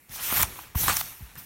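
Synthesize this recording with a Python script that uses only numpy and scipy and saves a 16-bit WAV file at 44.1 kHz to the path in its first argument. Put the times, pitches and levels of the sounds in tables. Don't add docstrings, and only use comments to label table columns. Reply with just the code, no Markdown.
import sys
import numpy as np
from scipy import signal
from scipy.io import wavfile
from scipy.ndimage import uniform_filter1d

SR = 44100
rng = np.random.default_rng(int(sys.argv[2]) if len(sys.argv) > 2 else 0)


def generate_wav(sig):
    pcm = np.round(np.clip(np.atleast_2d(sig).T, -1, 1) * 32767).astype(np.int16)
    wavfile.write(sys.argv[1], SR, pcm)


N = 63945
TIME = np.arange(N) / SR

# (time [s], relative hiss level [dB], treble lift [dB], relative rustle level [dB])
PULL_LEVELS = [(0.085,-64.5,0,-62.5),(0.118,-41.5,-2.5,-45),(0.155,-36.5,0,-53.5),(0.195,-39.5,-7,-40),(0.235,-29.5,-1.5,-41.5),(0.30,-30.5,-1,-36),(0.355,-29,4.5,-31),(0.372,-25.5,4,-28),(0.39,-27.5,2,-34.5),(0.405,-26,2,-27),(0.435,-28.5,-11,-35),(0.468,-44,-0.5,-45),(0.55,-45,-2,-49),(0.61,-46.5,2,-48),(0.67,-54.5,-2,-51),(0.715,-63.5,2,-57),(0.747,-63,3,-58.5),
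               (0.752,-41.5,7,-59),(0.775,-32,4.5,-43.5),(0.81,-27,0.5,-43),(0.865,-29,0,-34),(0.895,-24.5,-3.5,-29),(0.92,-26,-7.5,-30.5),(0.945,-31,1,-35),(0.985,-31.5,2,-41.5),(1.008,-28.5,1.5,-40),(1.02,-38.5,-1,-48),(1.085,-40,-2.5,-47.5),(1.15,-48.5,-0.5,-53),(1.23,-54,2,-56.5),(1.30,-58.5,-2,-54.5),(1.35,-56,-2,-59),(1.37,-53.5,-3,-50),(1.397,-44,1,-51),(1.42,-49,1,-54.5),(1.45,-52,-1,-58)]
# (frequency [Hz], gain [dB])
HISS_EQ = [(300,-25.5),(1200,-15),(2500,-7),(3800,-6.5),(4900,-4),(5900,-2),(7500,-6.5),(9400,-2.5),(10800,-1.5),(12200,1.7),(14000,2),(15800,-2)]
# (time [s], level before the low cut [dB], decay [s], low cut [Hz])
SLIDER_CATCHES = [(0.095,-35,0.00045,3000),(0.367,-22,0.00036,8000),(0.379,-13,.0008,10000),(0.3824,-11,.0005,10000),(0.3969,-18,.0007,7100),(0.406,-12,0.00046,8000),(0.4159,-3,0.00068,11300),(0.4248,-13.5,0.003,6150),(0.4284,-5.5,0.0011,7900),(0.4301,-2.5,0.001,6240),(0.9661,-16,0.0034,5170),(0.9694,-9.5,0.00052,4400),(1.013,-20,0.0012,3000),(1.355,-38,0.0015,2500)]
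# (time [s], length [s], level [dB])
SLIDER_SQUEAKS = [(1.372,0.032,-40),(1.427,0.026,-49)]
# (frequency [Hz], gain [dB])
SLIDER_MODES = [(5200,-11),(8683,-13),(12102,0.5)]
# (time [s], finished snap's rms over 10 ms [dB], pitch [Hz], Q, crackle decay [s])
CLOTH_SNAPS = [(0.161,-47,816,1.9,0.0027),(0.326,-29.5,566,0.46,0.00076),(0.396,-31,810,1.5,0.0058),(0.4315,-28.5,980,1.8,0.0047),(0.4311,-28,2360,7.9,0.0014),(0.4887,-51,700,.8,0.0022),(0.5886,-39.5,970,2,0.0047),(0.7493,-43,644,0.75,0.001),(0.7535,-36.5,694,0.5,0.0046),(0.8349,-36,540,0.69,0.0054),(0.882,-21.5,1110,0.97,0.0023),(0.887,-34,1190,1.5,0.0023),(0.895,-37.5,1530,3.5,0.0024),(0.8965,-22.5,1160,2,0.0079),(0.9692,-31.5,2480,1.2,0.0035),(1.013,-36,920,1.5,0.0019),(1.0117,-33.5,2400,1.2,0.0015),(1.355,-52,1430,0.85,0.0026),(1.362,-49.5,1740,5.2,0.0058),(1.376,-54,1110,0.62,0.0048)]
# (frequency [Hz], gain [dB])
SNAP_EQ = [(60,-4),(250,7.5),(450,-2),(800,5),(1300,3.5),(2000,-3),(3500,-4.5),(7000,-2),(16000,-44)]
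# (frequency [Hz], gain [dB])
RUSTLE_EQ = [(100,-6),(200,-7),(330,-18.5),(550,-9.5),(850,-1),(1200,-1.5),(1700,-3),(2500,-3),(4500,-10),(10000,-15.5)]
# (time [s], level [dB])
FOLD_LEVELS = [(0.15,-64.5),(0.27,-56),(0.40,-55),(0.49,-52),(0.53,-55.5),(0.62,-57),(0.72,-71),(0.80,-49.5),(0.88,-54),(1.0,-79.5)]
# (frequency [Hz], gain [dB])
FOLD_EQ = [(150,-26),(300,-1),(430,-1),(580,-1),(900,-22),(2000,-53)]
# (time [s], level [dB])
SWAY_LEVELS = [(0.07,-70),(0.115,-49),(0.19,-54),(0.28,-48.5),(0.37,-40),(0.425,-36),(0.47,-43.5),(0.56,-57),(0.74,-59.5),(0.79,-38),(0.85,-38),(0.90,-38),(0.95,-44.5),(1.05,-52),(1.15,-58.5),(1.33,-58.5),(1.385,-45.5),(1.45,-59.5)]
# (frequency [Hz], gain [dB])
SWAY_EQ = [(20,-5.5),(50,1.5),(90,-2),(170,-6),(280,-18),(600,-23.5),(2000,-87)]
# (time [s], strength [dB], resting pitch [Hz], decay [s])
WALL_FLAPS = [(0.097,-37.5,93,0.0067),(0.409,-28,52.6,0.03),(0.432,-35,74,0.031),(0.7565,-12,61,0.0098),(0.832,-31.5,103,0.019),(0.876,-25.5,87.4,0.022),(1.2068,-32.5,85,0.0088),(1.222,-30.5,56.4,0.022)]
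# (frequency [Hz], gain [dB])
AIR_EQ = [(20,-12),(80,9.5),(300,3),(600,-5.5),(1500,-4.5),(2200,1.5),(3300,-10.5),(4900,-9),(6000,-10.5),(10000,-4.5),(12500,-2.5),(16000,-6.5)]
# (frequency [Hz], width [Hz], gain [dB])
MIC_NOTCHES = [(4864,550,-6),(10530,330,-5.5)]


def zipper():
    full_teeth_per_s, full_pull_db, db_per_tenfold_speed = 1500, -24.5, 45.5
    teeth_db, hiss_db, treble_hz = -7.5, 2, 10800
    force = level(PULL_LEVELS)
    teeth_per_s = full_teeth_per_s * (force / amp(full_pull_db)) ** (20 / db_per_tenfold_speed)
    teeth_passed = np.cumsum(teeth_per_s * np.exp(.3 * wobble(60))) / SR
    clicks = np.diff(np.floor(teeth_passed), prepend=0)
    clicks *= amp(3.5 * rng.standard_normal(N))
    drive = rng.standard_normal(N) + amp(teeth_db) * unit(clicks)
    hiss = patchy(colour(drive, HISS_EQ), depth_db=2, span_hz=1240, span_s=0.056)
    treble = signal.sosfiltfilt(signal.butter(6, treble_hz, "high", fs=SR, output="sos"), hiss)
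    treble_gain = level(PULL_LEVELS, column=2)
    return amp(hiss_db) * force * (hiss + (treble_gain - 1) * treble)


def ticks():
    out = np.zeros(N)
    for start, db, decay_s, low_cut_hz in SLIDER_CATCHES:
        add(out, start, amp(db) * highpass(burst(decay_s), low_cut_hz, order=4))
    return out


def squeaks():
    out, waver_hz = np.zeros(N), 45.4
    for start, length, db in SLIDER_SQUEAKS:
        t = np.arange(0, length, 1 / SR)
        swell = np.sin(np.pi * t / length)
        for hz, mode_db in SLIDER_MODES:
            pitch = hz + waver_hz * wobble(130)[:len(t)]
            add(out, start, amp(db + mode_db) * swell * sine(pitch))
    return out


def snaps():
    out, crackle_db = np.zeros(N), -16
    for start, db, hz, q, decay_s in CLOTH_SNAPS:
        drive = amp(crackle_db) * burst(decay_s)
        drive[0] += 1
        pop = colour(resonate(drive, hz, q), SNAP_EQ)
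        pop *= np.sqrt(.01 * SR) / np.linalg.norm(pop)
        add(out, start, amp(db) * pop)
    return out


def cloth():
    crinkles_per_s, rustle_db = 1500, 0.5
    crinkles = rng.standard_normal(N) * (rng.random(N) < crinkles_per_s / SR)
    drive = unit(crinkles) + 1.27 * rng.standard_normal(N)
    rustle = patchy(colour(drive, RUSTLE_EQ), depth_db=2, span_hz=497, span_s=0.03)
    rustle *= amp(rustle_db) * level(PULL_LEVELS, column=3)
    folds = level(FOLD_LEVELS) * unit(colour(crinkles, FOLD_EQ))
    sway = level(SWAY_LEVELS) * unit(colour(rng.standard_normal(N), SWAY_EQ))
    return rustle + folds + sway


def flaps():
    attack_s, sag_s = 0.0033, 0.0055
    out, t = np.zeros(N), TIME[:SR // 4]
    for start, db, hz, decay_s in WALL_FLAPS:
        pitch = hz * (1 + np.exp(-t / sag_s))
        envelope = np.minimum(t / attack_s, 1) * np.exp(-t / decay_s)
        add(out, start, -amp(db) * envelope * sine(pitch))
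    return out


def tent_reflections(x):
    wet_db, t60_s, predelay_s = -16.5, 0.12, .002
    t = TIME[:SR // 5]
    tail = rng.standard_normal(len(t)) * amp(-60 * t / t60_s) * (t > predelay_s)
    return x + amp(wet_db) * signal.fftconvolve(x, tail / np.linalg.norm(tail))[:N]


def outdoor_air():
    return amp(-57.5) * unit(colour(rng.standard_normal(N), AIR_EQ))


def amp(db):
    return 10 ** (np.asarray(db) / 20)


def unit(x):
    return x / np.sqrt(np.mean(x ** 2) + 1e-20)


def add(mix, start, sound):
    part = mix[max(round(start * SR), 0):][:len(sound)]
    part += sound[:len(part)]


def level(table, column=1):
    rows = np.array(table)
    return amp(np.interp(TIME, rows[:, 0], rows[:, column], left=-100))


def sine(hz):
    return np.sin(2 * np.pi * np.cumsum(hz) / SR)


def wobble(samples):
    return unit(uniform_filter1d(rng.standard_normal(N), samples))


def burst(decay_s):
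    t = TIME[:SR // 10]
    return rng.choice([-1., 1.], len(t)) * np.exp(-t / decay_s)


def highpass(x, hz, order):
    return signal.sosfilt(signal.butter(order, hz, "high", fs=SR, output="sos"), x)


def resonate(x, hz, q):
    return signal.lfilter(*signal.iirpeak(hz, q, fs=SR), x)


def colour(x, eq):
    hz, db = np.transpose(eq)
    size = 4096
    bin_hz = abs(np.fft.fftfreq(size, 1 / SR))
    log_gain = np.log(amp(np.interp(np.log(bin_hz + 1), np.log(hz), db)))
    taps = np.fft.ifft(np.exp(np.conj(signal.hilbert(log_gain)))).real
    return signal.fftconvolve(x, taps[:size // 2])[:len(x)]


def patchy(x, depth_db, span_hz, span_s):
    frames = dict(nperseg=256, noverlap=192)
    spectra = signal.stft(x, **frames)[2]
    per_hz = np.fft.fftfreq(spectra.shape[0], SR / 256)[:, None]
    per_s = np.fft.fftfreq(spectra.shape[1], 64 / SR)
    blur = np.exp(-(per_hz * span_hz) ** 2 - (per_s * span_s) ** 2)
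    speckle = rng.standard_normal(spectra.shape)
    patches = unit(np.fft.ifft2(np.fft.fft2(speckle) * blur).real)
    return unit(signal.istft(spectra * amp(depth_db * patches), **frames)[1][:N])


def scene():
    air = outdoor_air()
    return (zipper() + cloth() + tent_reflections(ticks() + snaps()) + squeaks() + flaps() + air)[None]


def record(dry):
    low_cut_hz, high_cut_hz = 28, 15950
    for hz, width_hz, db in MIC_NOTCHES:
        dry = dry + (amp(db) - 1) * resonate(dry, hz, q=hz / width_hz)
    dry = highpass(dry, low_cut_hz, order=2)
    lowpass = signal.firwin(401, high_cut_hz, window=("kaiser", 8), fs=SR)
    return signal.oaconvolve(dry, lowpass[None], "same")


dry = scene()
out = record(dry)
generate_wav(out)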